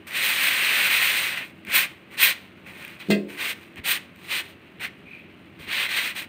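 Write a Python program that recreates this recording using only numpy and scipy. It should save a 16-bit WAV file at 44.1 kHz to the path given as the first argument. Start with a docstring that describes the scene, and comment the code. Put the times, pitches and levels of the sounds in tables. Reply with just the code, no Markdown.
"""A close, grainy rasp circles round and round, then breaks into short strokes: a hand is rubbing
buttered flatbreads together on a steel plate in a small kitchen. The blistered crusts catch and slip
in dense tiny grains, flakes snap, and the hand pats the stack. Midway the bread is turned over and
flops down, knocking the plate on the stone counter. Later, fingertips graze the edge with a faint squeak."""
import sys
import numpy as np
from scipy import signal
from scipy.fft import rfft, irfft
from scipy.io import wavfile
from scipy.ndimage import uniform_filter1d

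SR = 44100
rng = np.random.default_rng(int(sys.argv[2]) if len(sys.argv) > 2 else 0)


def digitize_waveform(pressure):
    """Quantize a signal to 16-bit integers and store it at the path in sys.argv[1].

    Rows of a 2-D input are taken as channels; values are limited to [-1, 1].
    """
    field = np.atleast_2d(pressure).T
    bounded = np.clip(field, -1, 1)
    quanta = np.round(bounded * 32767).astype(np.int16)
    wavfile.write(sys.argv[1], SR, quanta)


N = 276948
T = np.arange(N) / SR

# The colour of the room tone. Each row: frequency in Hz, relative level in dB.
ROOM_TONE_EQ = [(15, -87.5), (25, -47.5), (64, -12.5), (77, -7.5), (99, -9.5), (129, -4.5), (246, -2),
                (410, -10), (495, -13.5), (598, -13), (945, -23.5), (1110, -20.5), (2770, -16),
                (5140, -45.5), (15500, -71.5)]
# The kitchen's low resonances. Each row: frequency in Hz, level in dB.
ROOM_MODES = [(185, -62), (260, -71), (330, -60.5), (400, -65)]
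# The long circling rub. Each row: time in seconds, scuff level in dB, crisp treble in dB over the scuff.
CIRCLING_RUB = [(0.075, -50.5, -17), (0.171, -24.5, -7.5), (0.251, -23, -7), (0.637, -23.5, -9.5),
                (0.693, -20.5, -11), (1.193, -24.5, -7.5), (1.285, -28, -8), (1.425, -33, -17.5),
                (1.52, -64.5, -5.5)]
# Single pushes, brisk to light. Each row: start, speed-up time and slow-down time in seconds,
# scuff level in dB, then raspy bite and crisp treble in dB over the scuff.
PUSHES = [(0.067, 0.0064, 0.057, -39.5, -10.5, -6), (1.654, 0.056, 0.043, -31, -15, -14.0),
          (1.706, 0.063, 0.11, -20.5, -5.0, -5.5), (2.1, 0.043, 0.047, -43.5, -11, -12),
          (2.166, 0.073, 0.11, -19.5, -3, -5.0), (2.343, 0.004, 0.19, -52, -4, -11),
          (2.649, 0.032, 0.15, -44, -12, -13), (2.734, 0.062, 0.23, -42.5, -9.5, -11.5),
          (2.985, 0.023, 0.042, -43, -5, -12.5), (3.03, 0.019, 0.057, -47.5, -4.5, -11.5),
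          (3.268, 0.048, 0.15, -42.5, -10, -10), (3.361, 0.08, 0.052, -27, -6, -9.5),
          (3.44, 0.065, 0.038, -27, -5.5, -7), (3.533, 0.052, 0.18, -54.5, -9, -7.5),
          (3.763, 0.017, 0.026, -40, -12.5, -18), (3.834, 0.068, 0.091, -23, -3.5, -4.5),
          (4.141, 0.15, 0.053, -47, -5, -7.5), (4.271, 0.09, 0.072, -27.0, -4, -7),
          (4.415, 0.028, 0.12, -48.5, -2.5, -7.5), (4.792, 0.035, 0.067, -31, -9.5, -13.0),
          (5.584, 0.015, 0.13, -46.5, -6.0, -10.5), (5.649, 0.17, 0.07, -25, -4, -11.5),
          (5.868, 0.073, 0.22, -26, -4.0, -10.0), (5.996, 0.061, 0.073, -31.0, -5, -6.0),
          (6.14, 0.037, 0.086, -33.5, -5.5, -7)]
# The rub's colours: mid scuff, crisp top, dull drag. Each row: frequency in Hz, relative level in dB.
SCUFF_EQ = [(590, -41.5), (1000, -17), (1410, -10.5), (1540, -6), (1720, -5.5), (1880, -1), (2180, -0.5),
            (2480, 0.5), (3690, -12.5), (4000, -11), (5320, -31.5), (6000, -30), (7800, -46.5),
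            (13200, -120)]
CRISP_EQ = [(2940, 9.5), (5000, -4.5), (5300, -8), (7560, -8), (8490, -1.5), (8870, 2), (9720, -7.5),
            (10700, -11.5), (12100, -9), (13300, -2), (14100, -0.5), (14900, 2), (15800, -12.5)]
DRAG_EQ = [(40, -48), (130, -6.5), (300, -5), (560, -1), (800, -1.5), (1100, 0.5), (1500, -2),
           (2200, -27.5)]
# The steel plate, damped by the bread. Each row: frequency in Hz, level in dB, 60 dB decay in seconds.
PLATE_MODES = [(166.7, -19.5, 0.4), (203.4, -1, 0.32), (290, -28.5, 1), (334, -0.5, 0.36),
               (364, -10.5, 0.52), (397, -14, 0.35), (413, -10, 0.31), (462, -15, 0.23), (575, -26, 0.25),
               (637, -8, 0.31), (688, -22, 0.35), (1061, -21, 0.42), (1190, -29, 0.15), (1596, -20, 0.14),
               (1724, -22, 0.26), (1856, -21, 0.18), (1990, -21.5, 0.18), (2056, -17.5, 0.22),
               (2490, -14.5, 0.11), (2570, -20.5, 0.22), (2695, -22.5, 0.14), (3254, -21, 0.11),
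               (3536, -21.5, 0.11), (4200, -21, 0.11), (4560, -21.5, 0.1)]
# Flakes of crust breaking. Each row: start in seconds, relative level in dB.
CRUST_SNAPS = [(0.079, -41), (0.1084, -27), (1.6501, -37), (2.1122, -45), (2.8493, -28.5), (2.8794, -34),
               (3.759, -38.5), (4.1604, -42), (4.807, -42)]
# The hand landing on the stack. Each row: start in seconds, then relative thud and slap levels in dB.
HAND_PATS = [(1.67, -39.5, -34), (3.29, -64, -38), (3.78, -39, -39), (4.782, -53, -43), (5.591, -43, -49),
             (5.667, -39.5, -47)]
# Blows on the plate. Each row: time in seconds, relative level in dB, contact time in milliseconds,
# crack in dB over the blow.
PLATE_KNOCKS = [(3.0871, -20.5, 1.9, -19), (3.0974, -16, 1.7, -24), (3.1036, -22, 0.56, 5.5),
                (3.111, -15, 1.74, -10), (3.1208, -27, .3, -6), (3.1308, -31, 1, -2), (3.144, -42, 0.9, -5)]
# The colour of the knock's dry, bright rattle, with the microphone's resonant peaks.
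# Each row: frequency in Hz, relative level in dB.
RATTLE_EQ = [(200, -14.5), (850, -22), (1200, -7), (2500, 4), (4400, 1), (6000, -6.5), (8800, 2),
             (11000, -18), (14500, 0)]

CREEP_DB, CREEP_T60_S = -26.5, 0.5  # after a push the bread creeps on and settles


def undb(db):
    """Decibels to gain."""
    return 10 ** (np.asarray(db) / 20)


def unit(x):
    """Scale to rms 1."""
    return x / np.sqrt(np.mean(x ** 2))


def noise():
    """White noise for the whole scene."""
    return rng.standard_normal(N)


def ring(x, response):
    """Pass a sound through an impulse response."""
    return signal.fftconvolve(x, response)[:N]


def fade(t60):
    """Exponential decay, 60 dB down after t60 seconds."""
    return np.exp(-np.log(1000) * T / t60)


def swell(start, attack, hold, t60):
    """Envelope that rises, holds and dies away; times in seconds."""
    release_age = np.maximum(T - start - attack - hold, 0)
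    return np.clip((T - start) / attack, 0, 1) * np.exp(-np.log(1000) * release_age / t60)


def colour(x, points, size=4096):
    """Minimum-phase EQ through (Hz, dB) points."""
    hz, db = np.transpose(sorted(map(tuple, points)))
    grid = np.maximum(np.fft.rfftfreq(size, 1 / SR), 1)
    gain = undb(np.interp(np.log(grid), np.log(hz), db))
    cepstrum = irfft(np.log(gain))
    cepstrum[1:size // 2] *= 2
    cepstrum[size // 2 + 1:] = 0
    return ring(x, irfft(np.exp(rfft(cepstrum))))


def split(x, hz):
    """Crossover: the parts of a sound below and above a frequency."""
    low = signal.sosfiltfilt(signal.butter(6, hz, fs=SR, output="sos"), x)
    return low, x - low


def walk(rate):
    """Smooth random wander of spread 1, about rate changes a second."""
    hold = max(int(SR / rate), 1)
    steps = np.repeat(rng.standard_normal(N // hold + 1), hold)
    return unit(uniform_filter1d(steps, hold)[:N])


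def narrow(cycles, width):
    """A narrow band of noise, width Hz wide, around a running count of cycles."""
    phase = 2 * np.pi * cycles
    return unit(walk(rate=width) * np.cos(phase) + walk(rate=width) * np.sin(phase))


def room_tone():
    """Steady kitchen air with a weak drone; its hollow low mids swell and sink, each band alone."""
    air = unit(colour(noise(), ROOM_TONE_EQ)) * undb(0.53 * walk(rate=9.6))
    drone = (1 + .5 * walk(rate=7.9)) * np.sin(2 * np.pi * 92.5 * T)
    hollow = sum(undb(db + 3 * walk(rate=4.0)) * narrow(hz * T, width=45) for hz, db in ROOM_MODES)
    return undb(-50.5) * air + undb(-61.5) * drone + hollow


def circling():
    """Scuff, bite and crisp envelopes of the long rub: the hand swings to and fro, ever more evenly."""
    times, db, crisp_db = np.transpose(CIRCLING_RUB)
    swing_hz, peak_s, settle_s, ease_in_s = 5.7, 0.281, 1, 0.019
    swing_db = 2 * np.exp(-T / settle_s) * np.cos(2 * np.pi * swing_hz * (T - peak_s))
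    contact = swell(times[0] - ease_in_s, ease_in_s, times[-1] - times[0], CREEP_T60_S)
    scuff = undb(np.interp(T, times, db) + swing_db) * contact
    crispness_db = np.interp(T, times, crisp_db)
    bite_db = -1 + 0.62 * crispness_db  # the rasp grows with crispness
    return scuff, scuff * undb(bite_db), scuff * undb(crispness_db)


def stroke(start, rise, fall, db, bite_db, crisp_db):
    """Scuff, bite and crisp envelopes of one push: the hand speeds up and slows, the bread creeps on."""
    age = T - start
    ramp = np.clip(np.minimum(age / rise, (rise + fall - age) / fall), 0, 1)
    speed = np.sin(np.pi / 2 * ramp)
    creep = undb(CREEP_DB) * swell(start, rise, fall, CREEP_T60_S)
    slide = np.hypot(speed ** 1.16, creep)
    # steeper curves on the upper bands make the push brightest at full speed
    return undb(db) * slide, undb(db + bite_db) * slide ** 1.18, undb(db + crisp_db) * slide ** 1.29


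def rub_envelopes():
    """Scuff, bite and crisp envelopes of all moves, added in power; passing blisters make them uneven."""
    hiss_floor = undb([-58.5, -68, -75.5])[:, None]  # a faint background hiss stays between the strokes
    power = sum(np.square(stroke(*row)) for row in PUSHES) + np.square(circling()) + hiss_floor ** 2
    blisters = undb(1.14 * walk(rate=45.25))
    return np.sqrt(power) * blisters


def slips(rate, spread_db):
    """Random stick-slip clicks, rate a second, many small and a few large; even in power at any rate."""
    happen = rng.random(N) < rate / SR
    size = undb(spread_db * np.minimum(rng.exponential(size=N), 5))
    return unit(happen * size * rng.choice([-1, 1], N) / np.sqrt(rate))


def flakes(x):
    """Voice clicks as thin brittle flakes, which have nothing below the treble."""
    return split(colour(x, CRISP_EQ), hz=4400)[1]


def crumbs():
    """Sparse dry ticks of loose crumbs under the hand."""
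    ticks = slips(rate=40, spread_db=0.5)
    crackle = ring(ticks, fade(t60=0.012) * noise())
    return unit(colour(crackle, SCUFF_EQ)) + undb(-6) * unit(flakes(crackle))


def plate_response():
    """The plate's ring after a tap; the rim is not quite round, so each mode has a close, weaker twin."""
    response = np.zeros(SR)
    for hz, db, t60 in PLATE_MODES:
        phase = 2 * np.pi * hz * T[:SR]
        pair = np.cos(phase) + .45 * np.sin(1.006 * phase)
        response += undb(db) * fade(t60)[:SR] * pair
    return response


def rubbing(plate):
    """Crust slides on crust; the grip flutters, and the plate beneath rings faintly along."""
    scuff_gain, bite_gain, crisp_gain = rub_envelopes()
    # a slow slide crackles in separate grains, a fast one fuses into a hiss
    speed = np.clip(scuff_gain / undb(-23), .02, 2) ** .55
    grip = unit(undb(0.48 * walk(rate=130)))
    catches = unit(colour(slips(rate=8000 * speed, spread_db=0) * grip, SCUFF_EQ))
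    catches = split(catches, hz=400)[1]  # thin crust radiates no bass
    scuff, bite = split(catches + undb(-15) * unit(ring(catches, plate)), hz=3110)
    flaking = unit(flakes(slips(rate=13000 * speed, spread_db=0.5) * grip))
    crisp, fizz = split(flaking, hz=10130)
    fizz_gain = undb(1.3) * np.clip(crisp_gain / undb(-29.5), .6, 3) ** 0.79  # brisk strokes fizz most
    drag = unit(colour(slips(rate=4000, spread_db=1.5) * grip, DRAG_EQ))
    drag_gain = undb(-42.5) * (scuff_gain / undb(-24)) ** 0.62  # follows the scuff, with less range
    crumb_gain = undb(-8) * np.minimum(scuff_gain / undb(-47.5), 1)  # a light rub stirs them all
    return (undb(-1.06) * scuff_gain * unit(scuff)
            + undb(-1.04) * bite_gain * unit(bite)
            + undb(0.67) * crisp_gain * (crisp + fizz_gain * fizz)
            + drag_gain * (undb(1.4) * drag + crumb_gain * crumbs()))


def crust_snaps():
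    """Single brittle flakes break with a brief crackle."""
    hits = np.zeros(N)
    for start, db in CRUST_SNAPS:
        hits[int(start * SR)] += undb(db)
    crackle = ring(hits, fade(t60=0.0091)) * noise()
    return undb(-2) * flakes(crackle) + undb(13) * colour(crackle, SCUFF_EQ)


def hand_pats():
    """The hand meets the soft stack: a dull, quickly damped thud under a dry slap."""
    thud, slap, thud_hz = np.zeros(N), np.zeros(N), 92
    for start, thud_db, slap_db in HAND_PATS:
        thud += undb(thud_db) * np.exp(-((T - start - .016) / 0.012) ** 2)
        slap[int(start * SR)] += undb(slap_db)
    puff_eq = [(30, -19), (60, -9.5), (100, -2.5), (200, 0.5), (400, -9.5), (900, -26), (4000, -78)]
    puff = unit(colour(noise(), puff_eq))
    body = undb(-11.5) * np.sin(2 * np.pi * thud_hz * T) + undb(-1.5) * puff
    skin = unit(colour(slips(rate=2000, spread_db=10), SCUFF_EQ))
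    return thud * body + ring(slap, fade(t60=0.088)) * skin


def plate_knocks(plate):
    """The bread lands softly, then the plate hits the counter and chatters to rest."""
    push, crack = np.zeros(N), np.zeros(N)
    for time, db, contact_ms, crack_db in PLATE_KNOCKS:
        age_ms = (T - time) * 1000
        pulse = np.exp(-(2 * age_ms / contact_ms) ** 2)  # a longer contact leaves out the high modes
        push += undb(db) * pulse / pulse.sum()
        crack[int(time * SR)] += undb(db + crack_db)
    # every contact sets off a dry, bright rattle that also feeds the high modes
    grit = unit(colour(slips(rate=7300, spread_db=3), RATTLE_EQ))
    rattle = ring(crack, fade(t60=0.031) + undb(-27) * fade(t60=0.54)) * grit
    chatter = ring(crack, fade(t60=0.11)) * grit
    clang = ring(push + undb(-27.5) * chatter, plate)
    clang = colour(clang, [(30, -21), (100, -24), (175, -1.5)])  # little deep bass
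    # the heavy stack shudders on the plate and roughens the low ring
    shudder_eq = [(40, -35), (130, -35), (190, -1), (420, 10), (720, -7.5), (950, -34), (4000, -75)]
    shudder = ring(push, fade(t60=0.55)) * unit(colour(noise(), shudder_eq))
    return undb(2.5) * clang + undb(-13) * rattle + undb(-21) * shudder


def fingertip_brush():
    """Fingertips graze the dry edge: a soft scrape with sparse crinkles."""
    scrape = unit(colour(slips(rate=4700, spread_db=4), SCUFF_EQ))
    crinkle = unit(flakes(slips(rate=780, spread_db=-1)))
    envelope = swell(start=5.04, attack=0.077, hold=0.071, t60=0.36)
    return undb(-53) * envelope * (scrape + undb(-18.5) * crinkle)


def squeak():
    """A narrow band of friction noise that drifts upward."""
    start, glide_s = 5.05, 0.095
    hz = 2340 + 128.7 * np.clip((T - start) / glide_s, 0, 1)
    band = narrow(np.cumsum(hz) / SR, width=400)
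    return undb(-45.5) * band * swell(start, attack=0.026, hold=0.085, t60=0.43)


def kitchen_reverb(x, wet_db, t60):
    """Hard kitchen walls return a short tail whose treble dies first."""
    low = colour(noise(), [(100, 0), (2500, -4), (6000, -5.5), (15000, -17.5)]) * fade(t60)
    high = colour(noise(), [(2000, -21.5), (6000, -12), (15000, -8)]) * fade(t60=0.15)
    tail = (low + high) * (T > .004)  # pre-delay
    return x + undb(wet_db) * ring(x, tail[:SR] / np.sqrt(np.sum(tail ** 2)))


def scene():
    """Bread, plate and hand up close, in mono over a bed of room tone."""
    plate = plate_response()
    close = (rubbing(plate) + plate_knocks(plate) + crust_snaps()
             + hand_pats() + fingertip_brush() + squeak())
    return (kitchen_reverb(close, wet_db=-15, t60=0.27) + room_tone())[None]


def record(dry):
    """A steep low-pass takes off the very top."""
    top_hz = 15600
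    return signal.sosfilt(signal.ellip(10, .2, 80, top_hz, fs=SR, output="sos"), dry)


dry = scene()
out = record(dry)
digitize_waveform(out)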